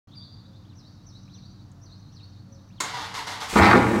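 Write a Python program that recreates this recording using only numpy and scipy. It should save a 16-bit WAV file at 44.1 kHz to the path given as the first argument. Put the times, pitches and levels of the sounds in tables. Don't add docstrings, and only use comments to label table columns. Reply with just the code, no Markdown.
import sys
import numpy as np
from scipy import signal
from scipy.fft import rfft, irfft, next_fast_len
from scipy.io import wavfile
from scipy.ndimage import uniform_filter1d, map_coordinates

SR = 44100
rng = np.random.default_rng(int(sys.argv[2]) if len(sys.argv) > 2 else 0)


def dump(signal):
    limited = np.clip(np.atleast_2d(signal).T, -1, 1)
    pcm = np.round(limited * 32767).astype(np.int16)
    wavfile.write(sys.argv[1], SR, pcm)


N = 176400

ENGAGE_S, RELEASE_S = 2.802, 3.56
# frequency in Hz, seconds to die by 60 dB.
YARD_DECAY = [(300, 0.63), (4000, 0.99), (12000, 0.58)]
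GARAGE_DECAY = [(60, 0.49), (300, 0.4), (2000, 0.44), (6000, 0.3), (15000, 0.24)]


def amp(db):
    return 10 ** (np.asarray(db) / 20)


def unit(x):
    return x / np.sqrt(np.mean(x ** 2) + 1e-20)


def clock():
    return np.arange(N) / SR


def along(points, hz):
    freqs, values = np.transpose(points)
    return np.interp(np.log(hz + 1), np.log(freqs + 1), values)


def curves(rows):
    times, *columns = np.transpose(rows)
    return [np.interp(clock(), times, column) for column in columns]


def wobble(rate):
    knots = rng.standard_normal(int(N * rate / SR) + 4)
    return map_coordinates(knots, [np.arange(N) * rate / SR])


def filtered(x, response):
    size = next_fast_len(N + SR)
    return irfft(rfft(x, size) * response(np.fft.rfftfreq(size, 1 / SR)), size)[:N]


def colour(x, *spectra):
    return filtered(x, lambda hz: amp(sum(along(s, hz) for s in spectra)))


def noise(*spectra):
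    return unit(colour(rng.standard_normal(N), *spectra))


def resonate(x, modes):
    return filtered(x, lambda f: sum(
        (-1) ** k * amp(db) * 1j * f * width / (centre ** 2 - f ** 2 + 1j * f * width)
        for k, (centre, width, db) in enumerate(modes)))


def steady(x, size=1500):
    return x / np.sqrt(np.abs(uniform_filter1d(x * x, size)) + 1e-5 * np.mean(x * x))


def gate(start, rise, hold=9, fall=1):
    t = clock() - start
    return np.clip(t / rise, 0, 1) * np.exp(-np.maximum(t - hold, 0) / fall)


def room(x, decay, wet):
    hz, t, spectrum = signal.stft(rng.standard_normal(SR), SR, nperseg=256)
    fade = amp(-60 * t / along(decay, hz)[:, None])
    tail = signal.istft(spectrum * fade, SR, nperseg=256)[1]
    return x + wet * signal.fftconvolve(x, tail / np.linalg.norm(tail))[:N]


def neighbourhood():
    # frequency in Hz, gain in dB.
    rumble_eq = [(15, -53), (28, -33), (42, -6.5), (68, -13.5), (90, -1), (135, 0), (157, -8.5), (185, -5),
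                 (207, -13), (232, -9.5), (270, -17.5), (295, -16.5), (340, -17.5), (380, -25.5),
                 (700, -27), (1200, -28), (1900, -37), (2700, -48.5), (5000, -54.5)]
    hiss_eq = [(1000, -25), (2500, 2), (6000, 6), (9000, -16), (15000, -27)]
    # pitch in Hz, relative level in dB.
    hum_tones = [(96.9, -53), (188.4, -60), (226.1, -63.5), (290.7, -63)]
    hum = np.zeros(N)
    for hz, db in hum_tones:
        level = np.sqrt(2) * amp(db - 0.5 + 1.85 * wobble(6.02))
        hum += level * np.sin(2 * np.pi * hz * clock() + 0.95 * wobble(11))
    return hum + amp(-48.5) * noise(rumble_eq) + amp(-71.5) * noise(hiss_eq)


def tick():
    # frequency in Hz, gain in dB.
    tick_eq = [(2000, -25), (5000, -5), (6500, 8), (9000, -3), (12000, -25)]
    return amp(-56.5) * gate(1.716, rise=.001, hold=0, fall=0.0043) * noise(tick_eq)


def sing(shape, repeats, waver):
    out = np.zeros(N)
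    times, hz, db = np.transpose(shape)
    for start, level_db in repeats:
        t = clock() - start
        pitch = np.interp(t, times, hz) * (1 + waver * wobble(700))
        phase = 2 * np.pi * np.cumsum(pitch) / SR
        level = amp(level_db + np.interp(t, times, db)) * gate(start, 0.0017, times[-1], 0.0035)
        out += level * (np.sin(phase) + amp(-30) * np.sin(2 * phase))
    return out


def dove():
    # seconds into it, base pitch in Hz, relative level in dB.
    coo = [(0, 556, -8), (.05, 550, 5), (.12, 542, 4), (.19, 522, -21)]
    # start in seconds, gain in dB, pitch ratio.
    cues = [(.43, -70, .98), (1.73, -68, 1.25), (2.47, -63, 1)]
    coos = sum(sing(np.array(coo) * [1, ratio, 1], [(start, db)], waver=0.0056)
               for start, db, ratio in cues)
    return room(coos, YARD_DECAY, wet=0.65)


def songbirds():
    # seconds into the phrase, pitch in Hz, relative level in dB.
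    two_part_call = [(0, 5400, -3), (.01, 5820, -0.5), (.026, 6100, 0), (.04, 5300, -1), (.052, 4300, 5),
                     (.066, 3900, -6), (.085, 3730, -2.5), (.1, 3900, 4), (.122, 4477, 3.5),
                     (.145, 4950, -9.5)]
    near_warble = [(0, 3220, -19), (.04, 3570, -6), (.066, 4890, -6), (.082, 4690, 10), (.097, 4550, -3),
                   (.11, 3400, -3), (.14, 3820, -4), (.16, 4650, -8), (.175, 3500, -12), (.2, 4040, -28)]
    rising_chip = [(0, 3484, -12), (.025, 3720, -3.5), (.05, 4900, -4.5)]
    arched_whistle = [(0, 2184, -10), (.02, 3100, -7.5), (.05, 4830, -5), (.065, 4200, 4),
                      (.085, 3316, -3.5), (.11, 2260, -6)]
    # start in seconds, gain in dB.
    call_cues = [(.752, -59.5), (1.054, -58), (1.337, -57.5), (1.815, -58), (2.118, -57.5), (2.51, -65.5)]
    warble_cues = [(0.091, -51.5)]
    chip_cues = [(0.431, -61), (.53, -54), (1.58, -69), (2.36, -73)]
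    whistle_cues = [(.05, -65), (0.632, -66), (1.276, -59), (2.105, -60.5), (2.7, -60)]
    # delay in seconds, gain in dB.
    slaps = [(.008, -5.5), (.019, -6), (0.164, -9)]
    phrases = [(two_part_call, call_cues), (near_warble, warble_cues), (rising_chip, chip_cues)]
    song = sum(sing(shape, cues, waver=.018) for shape, cues in phrases)
    flutter = amp(4.5 * wobble(110))
    song *= flutter
    echoes = sum(amp(db) * np.interp(clock() - delay, clock(), song) for delay, db in slaps)
    whistles = flutter * sing(arched_whistle, whistle_cues, waver=.02)
    return room(amp(-1) * (song + echoes), YARD_DECAY, wet=0.64) + room(whistles, YARD_DECAY, wet=0.65)


def starter():
    # start and length in seconds, whirr and hiss levels in dB.
    strokes = [(2.814, 0.086, -40, -54), (2.935, 0.12, -40, -56), (3.138, 0.058, -36.5, -47),
               (3.265, .065, -37.5, -48.5), (3.401, .04, -38, -45.5), (3.495, .06, -43.5, -47)]
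    # time in seconds, pitch in Hz, level in dB.
    whine_path = [(2.83, 1020, -38.5), (2.91, 1010, -55), (2.945, 986.4, -28), (2.98, 967, -40),
                  (3.035, 880, -40), (3.1, 860, -60), (3.15, 1073, -37), (3.18, 1045, -31.5),
                  (3.2, 896, -32.5), (3.25, 880, -56), (3.3, 1030, -39), (3.38, 880, -41.5),
                  (3.43, 1100, -52), (3.5, 1000, -51)]
    # frequency in Hz, gain in dB.
    gear_peaks = [(180, -30), (300, -9.5), (351, -25), (440, -10.5), (522, -19), (572, -10), (644, -15),
                  (725, -5.5), (944, -4), (1500, -10.5), (2080, -10.5), (2540, -17), (2970, -12.5),
                  (4470, -14), (7000, -20.5), (9100, -52), (15400, -120)]
    gear_tilt = [(100, -18), (350, 0.5), (4500, 1), (7000, -5), (15000, -29)]
    hiss_eq = [(1500, -28), (4000, -11), (6200, 0.5), (9000, -8.5), (12000, -14), (15500, -25)]
    mesh_hz = 117.4 * (1 + .12 * wobble(12))
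    teeth = np.exp(0.13 * np.sin(2 * np.pi * np.cumsum(mesh_hz) / SR))
    rattle = unit(teeth * amp(0.87 * wobble(400)))
    engaged = gate(ENGAGE_S, rise=0.013, hold=RELEASE_S - ENGAGE_S, fall=0.036)
    whirr_level, hiss_level = amp(-45.5) * engaged, amp(-57.5) * engaged
    for start, length, whirr_db, hiss_db in strokes:
        whirr_level += amp(whirr_db) * gate(start, rise=0.0073, hold=length, fall=0.04)
        hiss_level += amp(hiss_db) * gate(start, rise=0.0073, hold=length, fall=0.03)
    whine_hz, whine_db = curves(whine_path)
    phase = 2 * np.pi * np.cumsum(whine_hz) / SR + 0.37 * wobble(130)
    whine = engaged * amp(whine_db) * (np.sin(phase) + amp(-11.5) * np.sin(2 * phase))
    gears = whirr_level * noise(gear_peaks, gear_tilt) + hiss_level * noise(hiss_eq) + whine
    return room(rattle * gears, GARAGE_DECAY, wet=0.49)


def solenoid():
    # frequency in Hz, gain in dB.
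    crack_eq = [(120, -50), (200, -18), (827, -12.5), (1010, -3.5), (1880, -17), (2130, -10), (2650, -18),
                (4100, -13.5), (5390, -14), (6960, -8), (15500, -38)]
    # pitch in Hz, relative level in dB, seconds to die by 60 dB.
    housing = [(1009, -7.5, .16), (1417, -6.5, 0.091), (1806, -17, .2), (2137, 4.5, 0.079),
               (4005, -11, 0.19), (4540, -11, .05), (6640, -2, 0.087)]
    crack_t60_s = 0.046
    t = np.maximum(clock() - ENGAGE_S, 0)
    crack = amp(-14.5 - 60 * t / crack_t60_s) * noise(crack_eq)
    ring = sum(amp(db - 60 * t / t60) * np.sin(2 * np.pi * hz * t + .5 * wobble(120))
               for hz, db, t60 in housing)
    clack = gate(ENGAGE_S, rise=0.0061) * (crack + amp(-24.5) * ring)
    return room(clack, GARAGE_DECAY, wet=0.8)


def intake():
    # time in seconds, relative level in dB.
    swell = [(3.48, -55), (3.5, -43.5), (3.55, -41), (3.582, -35.5), (3.616, -42.5), (3.72, -44),
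             (3.8, -48), (4.0, -49.5)]
    # frequency in Hz, gain in dB.
    hiss_eq = [(500, -27), (2500, 5.5), (5000, -1), (8200, -1), (10000, -8), (15500, -15.5)]
    swell_db, = curves(swell)
    return gate(3.46, rise=.03) * amp(swell_db + 5.5 + .8 * wobble(200)) * noise(hiss_eq)


def engine():
    # time in seconds, firing rate in Hz.
    revs = [(3.52, 42), (3.555, 58.04), (3.6, 78.2), (3.65, 97.24), (3.7, 112.4), (3.77, 123.2),
            (3.83, 122.5), (3.9, 113.9), (4.0, 103.4)]
    accents = [2, -0.5, 3, 4, 0.5, 4, 5, -2.5]
    # time in seconds, then tone, boom, bark and rasp in relative dB.
    faders = [(3.562, -18.5, -17, -17.5, -33.5), (3.606, -24, -17, -14, -37), (3.626, -13, -16, -14.5, -26),
              (3.638, -22, -20, -14, -28.5), (3.656, -27, -17, -14.5, -26), (3.734, -25.5, -23.5, -14, -32),
              (3.744, -22, -14.5, -12, -37), (3.77, -19.5, -14, -19, -34.5), (3.828, -20, -23.5, -22, -42),
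              (3.928, -31.5, -23.5, -29.5, -47.5), (3.944, -44, -20.5, -25.5, -49),
              (3.972, -30, -21, -28.5, -44), (4.0, -27, -25.5, -28, -53)]
    # centre in Hz, width in Hz, gain in dB.
    boom_modes = [(197, 26.6, -3), (262, 40, -8.5), (289, 26, -3), (344.5, 13.8, 6), (437, 23.6, -2.5),
                  (517, 115, -9)]
    bark_modes = [(640, 196, -6), (800, 27, 2), (858.7, 17, 2.5), (954, 31, -4.5), (1020, 44, -3.5),
                  (1118, 140, -7), (1249, 62, -4.5), (1305.4, 30, -3), (1416, 90, -6), (1630, 46, -6.5),
                  (1793, 55, -9), (2052, 97, -7), (2300, 280, -12.5)]
    # frequency in Hz, gain in dB.
    tone_eq = [(25, -23), (45, -4), (70, -0.5), (130, 0.5), (160, -6)]
    boom_eq = [(30, -30), (90, 10), (200, 4), (500, -1.5), (900, -1), (2500, -45), (8000, -70)]
    bark_eq = [(100, -25), (450, -5), (800, 1), (2300, -1), (2900, -6.5), (5000, -18), (15000, -45)]
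    rasp_eq = [(300, -42), (1800, 3.5), (2900, 0), (4300, -0.5), (5600, -9.5), (7000, -21.5), (9000, -28),
               (15000, -35)]
    catch_s, first_fire_s, puff_decay_s = 3.52, 3.554, 0.0021

    firing_hz, = curves(revs)
    count = np.cumsum(firing_hz) / SR
    count -= count[int(first_fire_s * SR)]
    uneven = np.maximum.accumulate(count + .13 * wobble(70))
    firing = np.floor(uneven).astype(int)
    running = gate(catch_s, rise=0.027)
    strength = amp(np.array(accents)[firing % len(accents)] + 2 * wobble(90)) * running
    pulses = unit(np.diff(firing, prepend=firing[0]) * strength)
    since_firing_s = (uneven - firing) / firing_hz
    flow = strength * (np.exp(-since_firing_s / puff_decay_s) + 0.21)

    def puffs():
        return unit(flow * rng.standard_normal(N))

    boom = colour(resonate(pulses + 0.44 * puffs(), boom_modes), boom_eq)
    bark = colour(resonate(0.69 * pulses + puffs(), bark_modes), bark_eq)
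    rasp = colour(puffs(), rasp_eq)
    tone = np.sin(2 * np.pi * count) + .25 * np.sin(np.pi * uneven) + .4 * np.sin(1.5 * np.pi * uneven)
    tone_db, boom_db, bark_db, rasp_db = curves(faders)
    exhaust = (amp(tone_db + 1.9 * wobble(40)) * colour(tone, tone_eq)
               + amp(boom_db + 0.5) * steady(room(boom, GARAGE_DECAY, wet=0.35))
               + amp(bark_db - 0.5) * steady(room(bark, GARAGE_DECAY, wet=0.75))
               + amp(rasp_db + 1) * steady(room(rasp, GARAGE_DECAY, wet=1.3)))
    cough_level = amp(-11) * running
    return np.maximum(cough_level, gate(first_fire_s, rise=0.0052)) * exhaust


def scene():
    car = engine() + intake() + solenoid() + starter()
    return (car + songbirds() + dove() + tick() + neighbourhood())[None]


def record(dry):
    ceiling, top_hz = .72, 15850
    x = dry[0] * gate(.072, rise=0.0022)
    x = x / (1 + (x / ceiling) ** 8) ** (1 / 8)
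    return filtered(x, lambda hz: hz < top_hz)[None]


dry = scene()
out = record(dry)
dump(out)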